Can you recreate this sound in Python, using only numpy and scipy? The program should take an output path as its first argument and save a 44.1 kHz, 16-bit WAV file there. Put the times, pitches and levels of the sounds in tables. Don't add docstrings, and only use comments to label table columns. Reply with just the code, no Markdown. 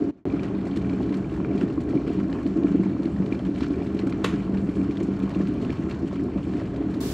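import sys
import numpy as np
from scipy import signal
from scipy.io import wavfile
from scipy.ndimage import uniform_filter1d

SR = 44100
rng = np.random.default_rng(int(sys.argv[2]) if len(sys.argv) > 2 else 0)


def wav_out(sig):
    wavfile.write(sys.argv[1], SR, np.round(np.clip(np.atleast_2d(sig).T, -1, 1) * 32767).astype(np.int16))


N = 314433

# time_s, jug_rumble_db, counter_drone_db, gurgle_db, spray_db
BOIL_LEVELS = [(.05, -27, -38.5, -47, -54.5), (.3, -32, -38.5, -45, -55.5), (.5, -33, -37, -45, -59.5),
               (.9, -30.5, -31.5, -46, -55.5), (1.25, -35, -37, -45.5, -57.5),
               (1.4, -30.5, -32, -49, -56.5), (1.51, -29, -36, -43.5, -56.5), (1.6, -29.5, -30, -48, -52.5),
               (1.75, -34.5, -40.5, -47, -59.5), (1.95, -30.5, -38, -46.5, -56.5),
               (2.09, -32, -44, -46.5, -59.5), (2.15, -33.5, -30.5, -54, -51.5),
               (2.3, -30.5, -35.5, -45, -61), (2.42, -32.5, -52, -46, -55.5),
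               (2.48, -32.5, -30.5, -48.5, -58.5), (2.63, -29, -45.5, -45, -57.5),
               (2.7, -33.5, -28, -47.5, -53.5), (2.8, -31, -28.5, -48, -56.5),
               (2.9, -31.5, -32.5, -46.5, -57.5), (2.95, -33.5, -44, -50, -59.5),
               (3.1, -32.5, -34, -44.5, -57), (3.2, -39.5, -27, -44, -60), (3.26, -33, -38.5, -46.5, -57.5),
               (3.35, -33.5, -36, -47, -55.5), (3.51, -35, -33, -49, -57.5), (3.66, -30, -45, -56, -53),
               (3.8, -32, -36, -47.5, -57), (4.2, -33, -35.5, -45.5, -56.5), (4.35, -30.5, -30, -49, -51),
               (4.46, -38.5, -36.5, -45.5, -56), (4.56, -35.5, -30.5, -47, -57.5),
               (4.74, -35, -37, -50.5, -57), (4.8, -26, -28, -44.5, -55), (4.93, -34, -41, -48.5, -55.5),
               (5.02, -30.5, -34.5, -48.5, -56.5), (5.25, -33.5, -33, -47, -56),
               (5.31, -37.5, -39.5, -44.5, -59), (5.4, -37, -29, -44.5, -53), (5.49, -33, -34.5, -58, -57),
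               (5.56, -31, -38, -46, -53), (5.7, -32, -35, -48, -54.5), (5.77, -43, -54, -48, -52),
               (5.85, -32.5, -33.5, -50, -56.5), (6.0, -35.5, -40.5, -45, -59),
               (6.14, -34, -32.5, -53, -55), (6.25, -31.5, -52, -47, -59), (6.42, -36, -36.5, -48, -56.5),
               (6.58, -33, -33.5, -48, -55), (6.7, -38, -40, -46.5, -59), (6.81, -29.5, -43, -45, -59.5),
               (6.89, -34, -33, -48.5, -58.5), (7.0, -32.5, -41.5, -47.5, -55)]
# start_s, peak_db
COLLAPSES = [(.02, -19), (.268, -20.5), (0.336, -18.5), (0.768, -19.5), (.817, -31), (.93, -29),
             (1.104, -18.5), (1.165, -22), (1.262, -30), (1.319, -21), (1.408, -20.5), (1.632, -18),
             (1.549, -23), (1.775, -18), (1.94, -16), (1.963, -15), (2.101, -19), (2.228, -23.5),
             (2.456, -16.5), (2.468, -24.5), (2.561, -20), (2.583, -19), (2.642, -14), (2.747, -14),
             (2.795, -16), (2.857, -22), (2.949, -23.5), (2.998, -18.5), (3.055, -19), (3.2, -18),
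             (3.32, -20.5), (3.488, -19.5), (3.618, -18), (3.703, -18), (3.809, -23), (3.946, -19.5),
             (4.034, -18), (4.068, -21), (4.203, -26), (4.334, -20.5), (4.638, -25), (4.452, -23.5),
             (4.493, -21), (4.53, -17.5), (4.687, -20.5), (4.768, -27), (4.888, -18.5), (5.008, -23.5),
             (5.085, -20), (5.232, -20.5), (5.36, -20), (5.402, -17.5), (5.486, -20.5), (5.697, -20.5),
             (5.792, -20), (5.851, -27.5), (5.869, -27), (6.029, -21), (6.041, -24), (6.197, -24.5),
             (6.224, -23.5), (6.249, -26), (6.357, -16), (6.379, -27.5), (6.466, -22), (6.55, -20.5)]
# pitch_hz, width_hz, relative_level_db
BODY_MODES = [(51.3, 33.5, -14.5), (73.1, 23.5, -6.5), (112, 19, -6.5), (151.3, 34.7, -8.5),
              (174.2, 23, -6.5), (194.74, 7.9, 4.5), (243, 15.8, -4), (280.1, 12.1, 3), (324.2, 16.4, -1.5),
              (345.8, 16.3, -8.5), (372.6, 11.2, -7), (394, 10.8, -7.5), (416.2, 21, -8.5),
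              (456, 27, -21.5), (477, 13.6, -30.5), (533, 8.3, -19.5), (569.4, 9.2, -19), (616, 8.1, -32),
              (660, 16.6, -24), (712.5, 23, -22.5)]
SLOSH_DB = -37.5
BODY_RING_DB = -39.5
SOFT_HZ = 837
AFTERSHOCK_T60_S, AFTERSHOCK_RISE_S = 0.048, 0.0034
JUG_AFTERSHOCK, COUNTER_AFTERSHOCK = 6.5, 2.3
STEADY_S, COUNTER_STEADINESS, JUG_STEADINESS = 0.045, 0.5, 0.85
WAVER_HZ, JUG_WAVER_DB, COUNTER_WAVER_DB, GURGLE_WAVER_DB = 9, 1.48, 0.5, 0.86

# pitch_hz, relative_level_db (per Hz)
GURGLE_SPECTRUM = [(260, 4.5), (450, -0.5), (557, 0), (611, -2.5), (712, -5), (771, -5), (2200, -22.5),
                   (2860, -39), (4840, -120)]
# pitch_hz, relative_level_db (per Hz)
SPRAY_SPECTRUM = [(880, -2.5), (1500, -2), (1980, -8.5), (2370, -8), (2660, -9.5), (3590, -16), (4290, -20),
                  (4780, -19), (7800, -25.5), (8600, -30.5), (11000, -41.5), (14200, -49.5), (16000, -53.5)]
SIZZLE_DB = -62.5
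SPLASH_TAIL_T60_S, SPLASH_TAIL_GAIN = 0.072, 41

# start_s, peak_db, droplet_pitch_hz,
# fine_spray_db (re peak_db), droplet_ring_db (re peak_db)
SPLASHES = [(0.2798, -51, 1700, -19, -6), (0.3, -37.5, 2330, -21, -4), (0.317, -43, 2320, -21, -7),
            (0.3546, -43, 2150, -22, -1), (0.3937, -32, 2340, -28.5, -5), (0.431, -33, 1710, -15, -12),
            (0.4443, -38, 1870, -28, -4), (0.5472, -39.5, 2300, -24.5, -8), (0.5871, -44, 1960, -25, -3),
            (0.653, -36.5, 2270, -16, -13), (0.668, -33.5, 1910, -13.5, -13),
            (0.7108, -34.5, 3050, -27, -11), (0.7317, -42, 2180, -21, -6), (0.7587, -31, 2230, -11, -17),
            (0.7706, -32, 1790, -21, -5.5), (0.813, -36, 2220, -21, -8), (0.846, -40, 2330, -26, -3),
            (0.8939, -35, 2330, -21, -9), (0.9114, -42, 1750, -26, -5), (0.9303, -37, 2270, -21, -6.5),
            (1.0026, -43, 1730, -17, -12), (1.0276, -40, 2200, -17, -13), (1.091, -36, 1810, -21, -8),
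            (1.1383, -26, 2280, -21, -16), (1.1674, -37, 2040, -11, -12), (1.244, -42.5, 2330, -21, -1),
            (1.3119, -43, 1710, -25, -9), (1.3374, -35.5, 1810, -17, -8), (1.362, -39, 1700, -16, -3),
            (1.4464, -39, 2300, -31, 0), (1.512, -45, 2220, -23, 0), (1.5509, -37, 1800, -11, -11),
            (1.5772, -35, 2360, -15, -9), (1.629, -37, 1730, -17, -13), (1.6791, -40, 1800, -25, -0.5),
            (1.7244, -39, 2000, -11, -16), (1.803, -31, 1950, -15, -17), (1.8886, -34, 1920, -13, -10.5),
            (1.9063, -41.5, 2300, -28, -3), (1.9729, -43.5, 2230, -28, 4.5), (2.07, -39, 2320, -23, -7),
            (2.092, -37, 2600, -30, -7), (2.1256, -42, 2260, -9, -7), (2.19, -39, 1940, -21, -8),
            (2.2977, -39, 1690, -12, -6), (2.3263, -26.5, 1730, -34, -13), (2.3865, -38, 1710, -23, -6),
            (2.4635, -33, 2370, -15, -15), (2.5062, -40.5, 2300, -24, -8), (2.5621, -46, 2320, -21, -9),
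            (2.6324, -38, 1780, -18, -14), (2.6683, -37, 2310, -13, -7), (2.808, -44, 2310, -21, -13),
            (2.8345, -38.5, 2050, -26, -1), (2.9013, -45, 2020, -22, -3), (2.9302, -46, 2270, -23, -2),
            (2.9821, -43, 2270, -20, -10), (3.031, -35, 1840, -15, -16), (3.051, -30, 2150, -26, -16),
            (3.162, -42.5, 1770, -21, 1), (3.1844, -38, 1800, -17, -10), (3.259, -35.5, 2360, -15, -19),
            (3.308, -40, 1860, -21, -15), (3.315, -36, 1680, -20, -12), (3.319, -44, 2020, -20, -5),
            (3.3234, -31, 2350, -34, -0.5), (3.3484, -40, 2310, -21, -9), (3.4492, -35, 1700, -15, -8),
            (3.5164, -48, 1850, -16, -9), (3.558, -39, 2350, -11, -10), (3.5786, -33, 2300, -13, -13),
            (3.6043, -27, 1770, -22, -18), (3.628, -29, 1750, -21, -19), (3.722, -42, 1960, -9, -19),
            (3.755, -39, 1750, -18, -14), (3.8057, -40, 1840, -27, -7), (3.8225, -38, 2480, -19, -2.5),
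            (3.8676, -42, 2050, -22, -3), (3.9679, -35, 2150, -18, -15), (3.9896, -28.5, 2350, -16, -10),
            (4.0148, -43, 1900, -25, 1), (4.0682, -36.5, 2310, -8, -9), (4.092, -34, 2370, -12, -12),
            (4.123, -32, 2300, -25, -7), (4.4174, -46, 1790, -20, -10), (4.4313, -37, 1760, -21, -12),
            (4.543, -41, 1710, -31, -0.5), (4.571, -36, 2470, -25, -5.5), (4.6907, -35.5, 2090, -18, -11),
            (4.753, -36, 2280, -9, -12), (4.812, -40, 2250, -25, -3), (4.9086, -39, 2300, -14, -0.5),
            (4.9701, -32, 2230, -22, -12), (5.027, -43, 2350, 3, -12), (5.1577, -45, 1740, -8, -10),
            (5.223, -30, 2300, -19, -20), (5.2904, -37, 2140, -15, -7), (5.3027, -38, 1870, -27, -5),
            (5.347, -31.5, 2670, -25, -5.5), (5.4087, -39.5, 1760, -24, 1), (5.471, -32.5, 2650, -19, -14),
            (5.6144, -37, 2320, -9, -18), (5.6481, -34.5, 2690, -16, -6), (5.675, -50, 2830, -18, -8),
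            (5.695, -36, 1750, -24, -1), (5.7028, -35.5, 2340, -26, -1), (5.8212, -35.5, 1780, -24, -11),
            (5.893, -30, 1890, -20, -13), (5.909, -25, 2230, -32, -14), (5.9414, -36, 1900, -20, -9),
            (5.9884, -50, 1890, -5, -9), (6.073, -34, 3070, -12.5, -13), (6.127, -30.5, 2310, -21, -19),
            (6.1938, -36, 1800, -25, -6), (6.376, -36, 2350, -24, -9), (6.4288, -39, 2880, -12, -10),
            (6.4782, -54, 2330, -22, -12), (6.5355, -40, 1680, -23, -1), (6.565, -36, 2300, -25, -9),
            (6.6523, -35.5, 1700, -21, -11), (6.759, -37, 1720, -12, -8.5), (6.9042, -40, 1700, -10, -9),
            (6.94, -28.5, 1750, -32, -13)]
SPLASH_TICKS_PER_S, SLAP_DB, FINE_SPRAY_DB = 1500, -7.5, -4.5
# start_s, peak_db, pitch_hz
LARGE_BUBBLES = [(0.516, -47, 524), (0.666, -27, 650), (1.004, -25.5, 740), (1.882, -31, 710),
                 (1.933, -24.5, 580), (1.954, -29, 563), (2.561, -35, 694), (2.965, -31.5, 1090),
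                 (3.398, -31, 680), (3.817, -26, 670), (4.677, -30, 527), (5.01, -26, 533),
                 (6.128, -26, 530), (6.357, -37, 660), (6.616, -25, 540)]
# start_s, peak_db, pitch_hz
SMALL_BUBBLES = [(0.56, -40, 910), (0.931, -37, 907), (0.968, -40, 1280), (1.375, -32, 851),
                 (1.401, -32, 1050), (1.447, -29, 1380), (1.777, -33, 1090), (2.081, -38, 1400),
                 (2.187, -34, 853), (2.355, -38, 937), (2.415, -38, 1140), (2.598, -40, 1090),
                 (2.625, -37, 918), (2.669, -33.5, 1350), (2.747, -39, 1360), (2.832, -35, 1040),
                 (2.864, -32, 851), (3.076, -38, 1270), (3.456, -34.5, 1050), (3.606, -31, 883),
                 (3.844, -39, 1090), (4.072, -31, 1450), (4.125, -34, 1320), (4.476, -35, 1080),
                 (4.552, -31.5, 867), (4.768, -35, 1200), (4.839, -38, 1260), (4.925, -38, 1090),
                 (5.276, -34, 1080), (5.334, -36, 851), (5.36, -35, 1050), (5.41, -36, 896),
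                 (5.453, -36, 1400), (5.866, -34.5, 1100), (6.112, -33, 1030), (6.285, -36, 956),
                 (6.381, -35.5, 1150), (6.533, -41, 1110)]
BUBBLE_RISE = 0.03

# start_s, level_db
GLASS_DROPS = [(0.4319, -57), (0.6519, -60), (0.7692, -50), (0.8215, -59), (1.0221, -60), (1.1373, -60),
               (1.1682, -58), (1.3379, -60), (1.3628, -63), (1.6287, -56), (1.8352, -60), (2.1006, -67),
               (2.1331, -55), (2.2797, -58), (2.43, -58), (2.4733, -55), (2.6524, -61), (3.03, -61),
               (3.0799, -61), (3.2535, -64), (3.5872, -62), (3.6047, -56), (3.6805, -55), (3.8402, -57),
               (3.9454, -53), (3.9913, -61), (4.0676, -52), (4.0991, -53), (4.1919, -62), (4.6174, -62),
               (4.6753, -64), (4.7157, -64), (4.7516, -63), (4.8299, -59), (4.9711, -62), (5.0285, -50.5),
               (5.1906, -55), (5.2909, -57), (5.3477, -60), (5.3877, -62), (5.434, -61), (5.4735, -59),
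               (5.4834, -57), (5.5378, -61), (5.6126, -63), (5.6236, -61), (5.7264, -59), (5.8955, -56),
               (5.9888, -59), (6.2367, -61), (6.9092, -61), (6.9411, -58)]
# pitch_hz, relative_level_db (per Hz)
DROP_SPECTRUM = [(3500, 2.5), (7500, 2), (10000, -9), (13000, -14.5), (16000, -12)]
SPATTER_PER_S, SPATTER_DB, DROP_T60_S = 150, -98, 0.019
# pitch_hz, width_hz, boost_db
GLASS_MODES = [(1090, 21, 6), (1360, 78, 2), (2350, 60, 5.5), (2700, 100, 1.5), (3050, 26, 5.5),
               (3880, 27, 3), (4250, 140, 6.5), (7520, 110, 5.5), (8270, 330, -5.5)]

# start_s, level_db
SWITCH_BLOWS = [(4.2395, -32), (4.2436, -15), (4.2462, -12), (4.2485, -23), (4.2605, -26), (4.274, -43)]
# pitch_hz, relative_level_db, t60_s
SWITCH_MODES = [(485, 3, 0.023), (600, -2.5, 0.032), (930, -22, 0.015), (1096, 0.5, 0.021),
                (1210, -6, 0.0097), (1447, -5, 0.024), (1800, -7, 0.03), (2000, -9, 0.027),
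                (2540, -19, 0.026), (2660, -10, 0.041), (3050, -15, 0.038), (3310, -5.5, 0.02),
                (3680, -9, 0.026), (3700, -26, 0.023), (6320, -14, 0.017), (7080, -17, 0.025)]
# pitch_hz, relative_level_db (per Hz)
CRACK_SPECTRUM = [(470, -31), (800, -8), (1130, -8), (1270, -6), (1440, -3.5), (2170, -5), (3890, -15.5),
                  (7300, -24.5), (10300, -27), (11500, -39), (13500, -38), (15700, -46)]
CRACK_DB, CRACK_T60_S = -33.5, 0.038
TAIL_DB, TAIL_T60_S, TAIL_CUT_HZ = -46, 0.31, 10000

# time_s, gain_db
LEVEL_DROP = [(.1, 2.5), (.109, -3), (.112, -19), (.13, -19.5), (.2, -21.5), (.235, -30), (.2535, -43),
              (.2545, 4)]
# pitch_hz, relative_level_db (per Hz)
HISS_SPECTRUM = [(18, -26), (30, -9), (105, 3), (285, -38), (400, -8), (1270, -12), (2300, -15),
                 (4200, -12), (9000, -17), (15600, -21)]
HISS_START_S, HISS_DB, HISS_PAN_DB = 7.005, -40, -1.5
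CUTOFF_HZ = 15700


def push(x):
    x = resonance(x, hz=273.2, width_hz=54)
    x = resonance(x, hz=295, width_hz=153)
    return between(x, low_hz=134, high_hz=432)


def rumble(rumble_db, drone_db):
    unit_peak = np.max(np.abs(push(clicks_at([(0, 0.011)]))))
    collapses = clicks_at(COLLAPSES)
    thumps = push(collapses) / unit_peak
    ringing = from_db(BODY_RING_DB) * body(collapses, BODY_MODES[4:])
    knocks = grains(per_s=320, uneven_db=2.1) + 0.7 * rng.standard_normal(N)
    aftershock = swell(COLLAPSES, AFTERSHOCK_T60_S, AFTERSHOCK_RISE_S)

    jug = steady(body(knocks, BODY_MODES[6:]), JUG_STEADINESS)
    jug = jug * rms_one(1 + JUG_AFTERSHOCK * aftershock)
    jug = jug * from_db(rumble_db + JUG_WAVER_DB * drift(WAVER_HZ))

    counter = steady(body(knocks, BODY_MODES[4:6]), COUNTER_STEADINESS)
    counter = counter * rms_one(1 + COUNTER_AFTERSHOCK * aftershock)
    counter = counter * from_db(drone_db + COUNTER_WAVER_DB * drift(WAVER_HZ))

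    slosh = body(rng.standard_normal(N), BODY_MODES[:4]) * from_db(SLOSH_DB + 1.0 * drift(4.2))
    return thumps + ringing + jug + counter + slosh


def surface(gurgle_db, spray_db):
    surges = fade(grains(per_s=45, uneven_db=5.0), t60=0.058) / 30
    gurgle_bursts, spray_bursts = rms_one(4.6 + surges), rms_one(1.43 + surges)

    gurgle_wash = rms_one(coloured(gurgle_bursts * rng.standard_normal(N), GURGLE_SPECTRUM, patchy_db=1.0))
    gurgle_bubbles = bubbles(GURGLE_SPECTRUM, per_s=600, cycles=20, bursts=gurgle_bursts)
    gurgle = rms_one(gurgle_wash + 0.62 * gurgle_bubbles)
    gurgle = gurgle * from_db(gurgle_db + GURGLE_WAVER_DB * drift(WAVER_HZ))

    spray_wash = rms_one(coloured(spray_bursts * rng.standard_normal(N), SPRAY_SPECTRUM, patchy_db=1.5))
    spray_bubbles = bubbles(SPRAY_SPECTRUM, per_s=2200, cycles=21, bursts=spray_bursts)
    spray = rms_one(spray_wash + between(spray_bubbles, low_hz=704, high_hz=5540))
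    falling = 1 + SPLASH_TAIL_GAIN * swell(SPLASHES, SPLASH_TAIL_T60_S, rise_s=0.0093)
    spray = spray * falling * from_db(spray_db)

    sizzle = rms_one(coloured(rng.standard_normal(N), SPRAY_SPECTRUM, patchy_db=4.0))
    return gurgle + spray + from_db(SIZZLE_DB) * sizzle


def bubbles(spectrum, per_s, cycles, bursts, count=24):
    born = grains(per_s, uneven_db=3.5, largest=4.1) * bursts
    dealt = rng.integers(0, count, N)
    total = 0
    for k, hz in enumerate(np.geomspace(spectrum[0][0], spectrum[-1][0], count)):
        height = from_db(at_hz(spectrum, hz)) * hz
        total = total + height * ring(born * (dealt == k), hz, cycles / hz)
    return rms_one(total)


def spits():
    impacts = grains(SPLASH_TICKS_PER_S, uneven_db=9.0, largest=3.1) + 0.36 * rng.standard_normal(N)
    impacts = rms_one(impacts)
    slap = steeply(swell(SPLASHES, t60=0.031, rise_s=0.0014) * impacts, low_hz=1200, high_hz=4640)

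    puffs = [(s, db + fine_db) for s, db, hz, fine_db, ring_db in SPLASHES]
    mist = rms_one(0.29 * impacts + rng.standard_normal(N))
    fine = steeply(swell(puffs, t60=0.048, rise_s=0.0049) * mist, low_hz=3600, high_hz=9200)

    rings = [(s, db + ring_db, hz) for s, db, hz, fine_db, ring_db in SPLASHES]
    droplets = steeply(drops(rings, cycles=36), low_hz=1320, high_hz=5000)
    plops = between(drops(LARGE_BUBBLES, cycles=7.9), low_hz=400, high_hz=1300)
    blips = between(drops(SMALL_BUBBLES, cycles=10.8), low_hz=700, high_hz=2200)
    return from_db(SLAP_DB) * slap + from_db(FINE_SPRAY_DB) * fine + droplets + plops + blips


def drops(rows, cycles):
    out, t = np.zeros(N + 3000), np.arange(3000) / SR
    paces = rng.random(len(rows)) ** 2
    for (s, db, hz), pace in zip(rows, paces):
        i = round((s + 0.00084) * SR)
        turns = hz * t
        rise = BUBBLE_RISE * pace
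        phase = 2 * np.pi * turns * (1 - rise + rise * np.minimum(turns, cycles) / 2)
        out[i:i + 3000] += from_db(db - 60 * turns / cycles) * np.sin(phase)
    return out[:N]


def ticks():
    spatter = from_db(SPATTER_DB) * grains(SPATTER_PER_S, uneven_db=3.5, largest=2.5)
    puffs = swell(GLASS_DROPS, DROP_T60_S, rise_s=0.0016) + fade(spatter, DROP_T60_S)
    return coloured(puffs * rng.standard_normal(N), DROP_SPECTRUM, patchy_db=2.5)


def glass(x):
    return x + sum((from_db(db) - 1) * resonance(x, hz, width) for hz, width, db in GLASS_MODES)


def switch():
    blows = clicks_at(SWITCH_BLOWS)
    rattle = from_db(-41.5) * fade(blows, t60=0.28) * grains(per_s=530, uneven_db=2.0, largest=2.1)
    modes = 0
    for hz, db, t60 in SWITCH_MODES:
        uneven_db = rng.normal(0, 1.0, N)
        modes = modes + ring((blows + rattle) * from_db(db - 11.5 + uneven_db), hz, t60)
    modes = between(modes, low_hz=250, high_hz=11000)

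    start = blows / blows.max()
    crack = from_db(CRACK_DB) * fade(start, CRACK_T60_S) * rng.standard_normal(N)
    tail = from_db(TAIL_DB + 1.5 * drift(43)) * fade(start, TAIL_T60_S) * rng.standard_normal(N)
    tail = signal.sosfilt(signal.butter(2, TAIL_CUT_HZ, fs=SR, output="sos"), tail)
    unit = np.std(coloured(rng.standard_normal(N), CRACK_SPECTRUM, patchy_db=0))
    return modes + coloured(crack + tail, CRACK_SPECTRUM, patchy_db=0) / unit


def hiss():
    noise = rms_one(coloured(rng.standard_normal((2, N)), HISS_SPECTRUM, patchy_db=0))
    sounding = np.arange(N) >= HISS_START_S * SR
    return noise * sounding * from_db(HISS_DB + HISS_PAN_DB * np.array([[.5], [-.5]]))


def body(x, modes):
    soft = signal.sosfilt(signal.butter(4, SOFT_HZ, fs=SR, output="sos"), x)
    total = 0
    for k, (hz, width, db) in enumerate(modes):
        total = total + (-1) ** k * from_db(db) * resonance(soft, hz, width)
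    return rms_one(total)


def steady(x, share):
    power = uniform_filter1d(x ** 2, size=round(STEADY_S * SR))
    return rms_one(x / power ** (share / 2))


def resonance(x, hz, width_hz):
    r = np.exp(-np.pi * width_hz / SR)
    b = [(1 - r * r) / 2, 0, (r * r - 1) / 2]
    a = [1, -2 * r * np.cos(2 * np.pi * hz / SR), r * r]
    return signal.lfilter(b, a, x + 1e-18)


def ring(clicks, hz, t60):
    r, w = from_db(-60 / (t60 * SR)), 2 * np.pi * hz / SR
    return signal.lfilter([0, np.sin(w)], [1, -2 * r * np.cos(w), r * r], clicks + 1e-18)


def fade(clicks, t60):
    return signal.lfilter([1], [1, -from_db(-60 / (t60 * SR))], np.abs(clicks) + 1e-18)


def swell(rows, t60, rise_s):
    r = np.exp(-1 / (rise_s * SR))
    return signal.lfilter([1 - r], [1, -r], fade(clicks_at(rows), t60))


def clicks_at(rows):
    out = np.zeros(N)
    for s, db, *_ in rows:
        out[round(s * SR)] += from_db(db)
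    return out


def grains(per_s, uneven_db, largest=5):
    sizes_db = uneven_db * np.minimum(rng.exponential(1, N), largest)
    sizes = from_db(sizes_db) * rng.choice([-1, 1], N)
    return rms_one(sizes * (rng.random(N) < per_s / SR))


def coloured(x, spectrum, patchy_db):
    edges = spectrum[0][0] * 2 ** (np.arange(32) / 3)
    edges = edges[edges < min(spectrum[-1][0] * 1.25, .45 * SR)]
    out = 0
    for k, (low, high) in enumerate(zip(edges, edges[1:])):
        gain = from_db(at_hz(spectrum, np.sqrt(low * high)) + patchy_db * drift(6.2))
        out = out + (-1) ** k * between(x, low, high) * gain
    return out


def drift(rate_hz):
    r = np.exp(-80 * np.pi * rate_hz / SR)
    slow = signal.lfilter([1], [1, -2 * r, r * r], rng.standard_normal(N // 40 + 2002))
    slow = slow[2000:]
    return np.interp(np.arange(N) / 40, np.arange(len(slow)), rms_one(slow))


def between(x, low_hz, high_hz):
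    return signal.sosfilt(signal.butter(2, [low_hz, high_hz], "band", fs=SR, output="sos"), x + 1e-18)


def steeply(x, low_hz, high_hz):
    return between(between(x, low_hz, high_hz), low_hz, high_hz)


def from_db(db):
    return 10 ** (np.asarray(db) / 20)


def rms_one(x):
    return x / np.sqrt(np.mean(x ** 2) + 1e-20)


def in_time(rows):
    s, *columns = np.transpose(rows)
    return [np.interp(np.arange(N) / SR, s, column) for column in columns]


def at_hz(points, hz):
    points_hz, levels_db = np.transpose(points)
    return np.interp(np.log(hz), np.log(points_hz), levels_db)


def scene():
    rumble_db, drone_db, gurgle_db, spray_db = in_time(BOIL_LEVELS)
    at_glass = surface(gurgle_db, spray_db) + spits() + ticks()
    kettle = rumble(rumble_db, drone_db) + glass(at_glass) + switch()
    return kettle * from_db(in_time(LEVEL_DROP)[0]) + hiss()


def record(dry):
    return signal.sosfilt(signal.ellip(10, .5, 70, CUTOFF_HZ, fs=SR, output="sos"), dry)


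dry = scene()
out = record(dry)
wav_out(out)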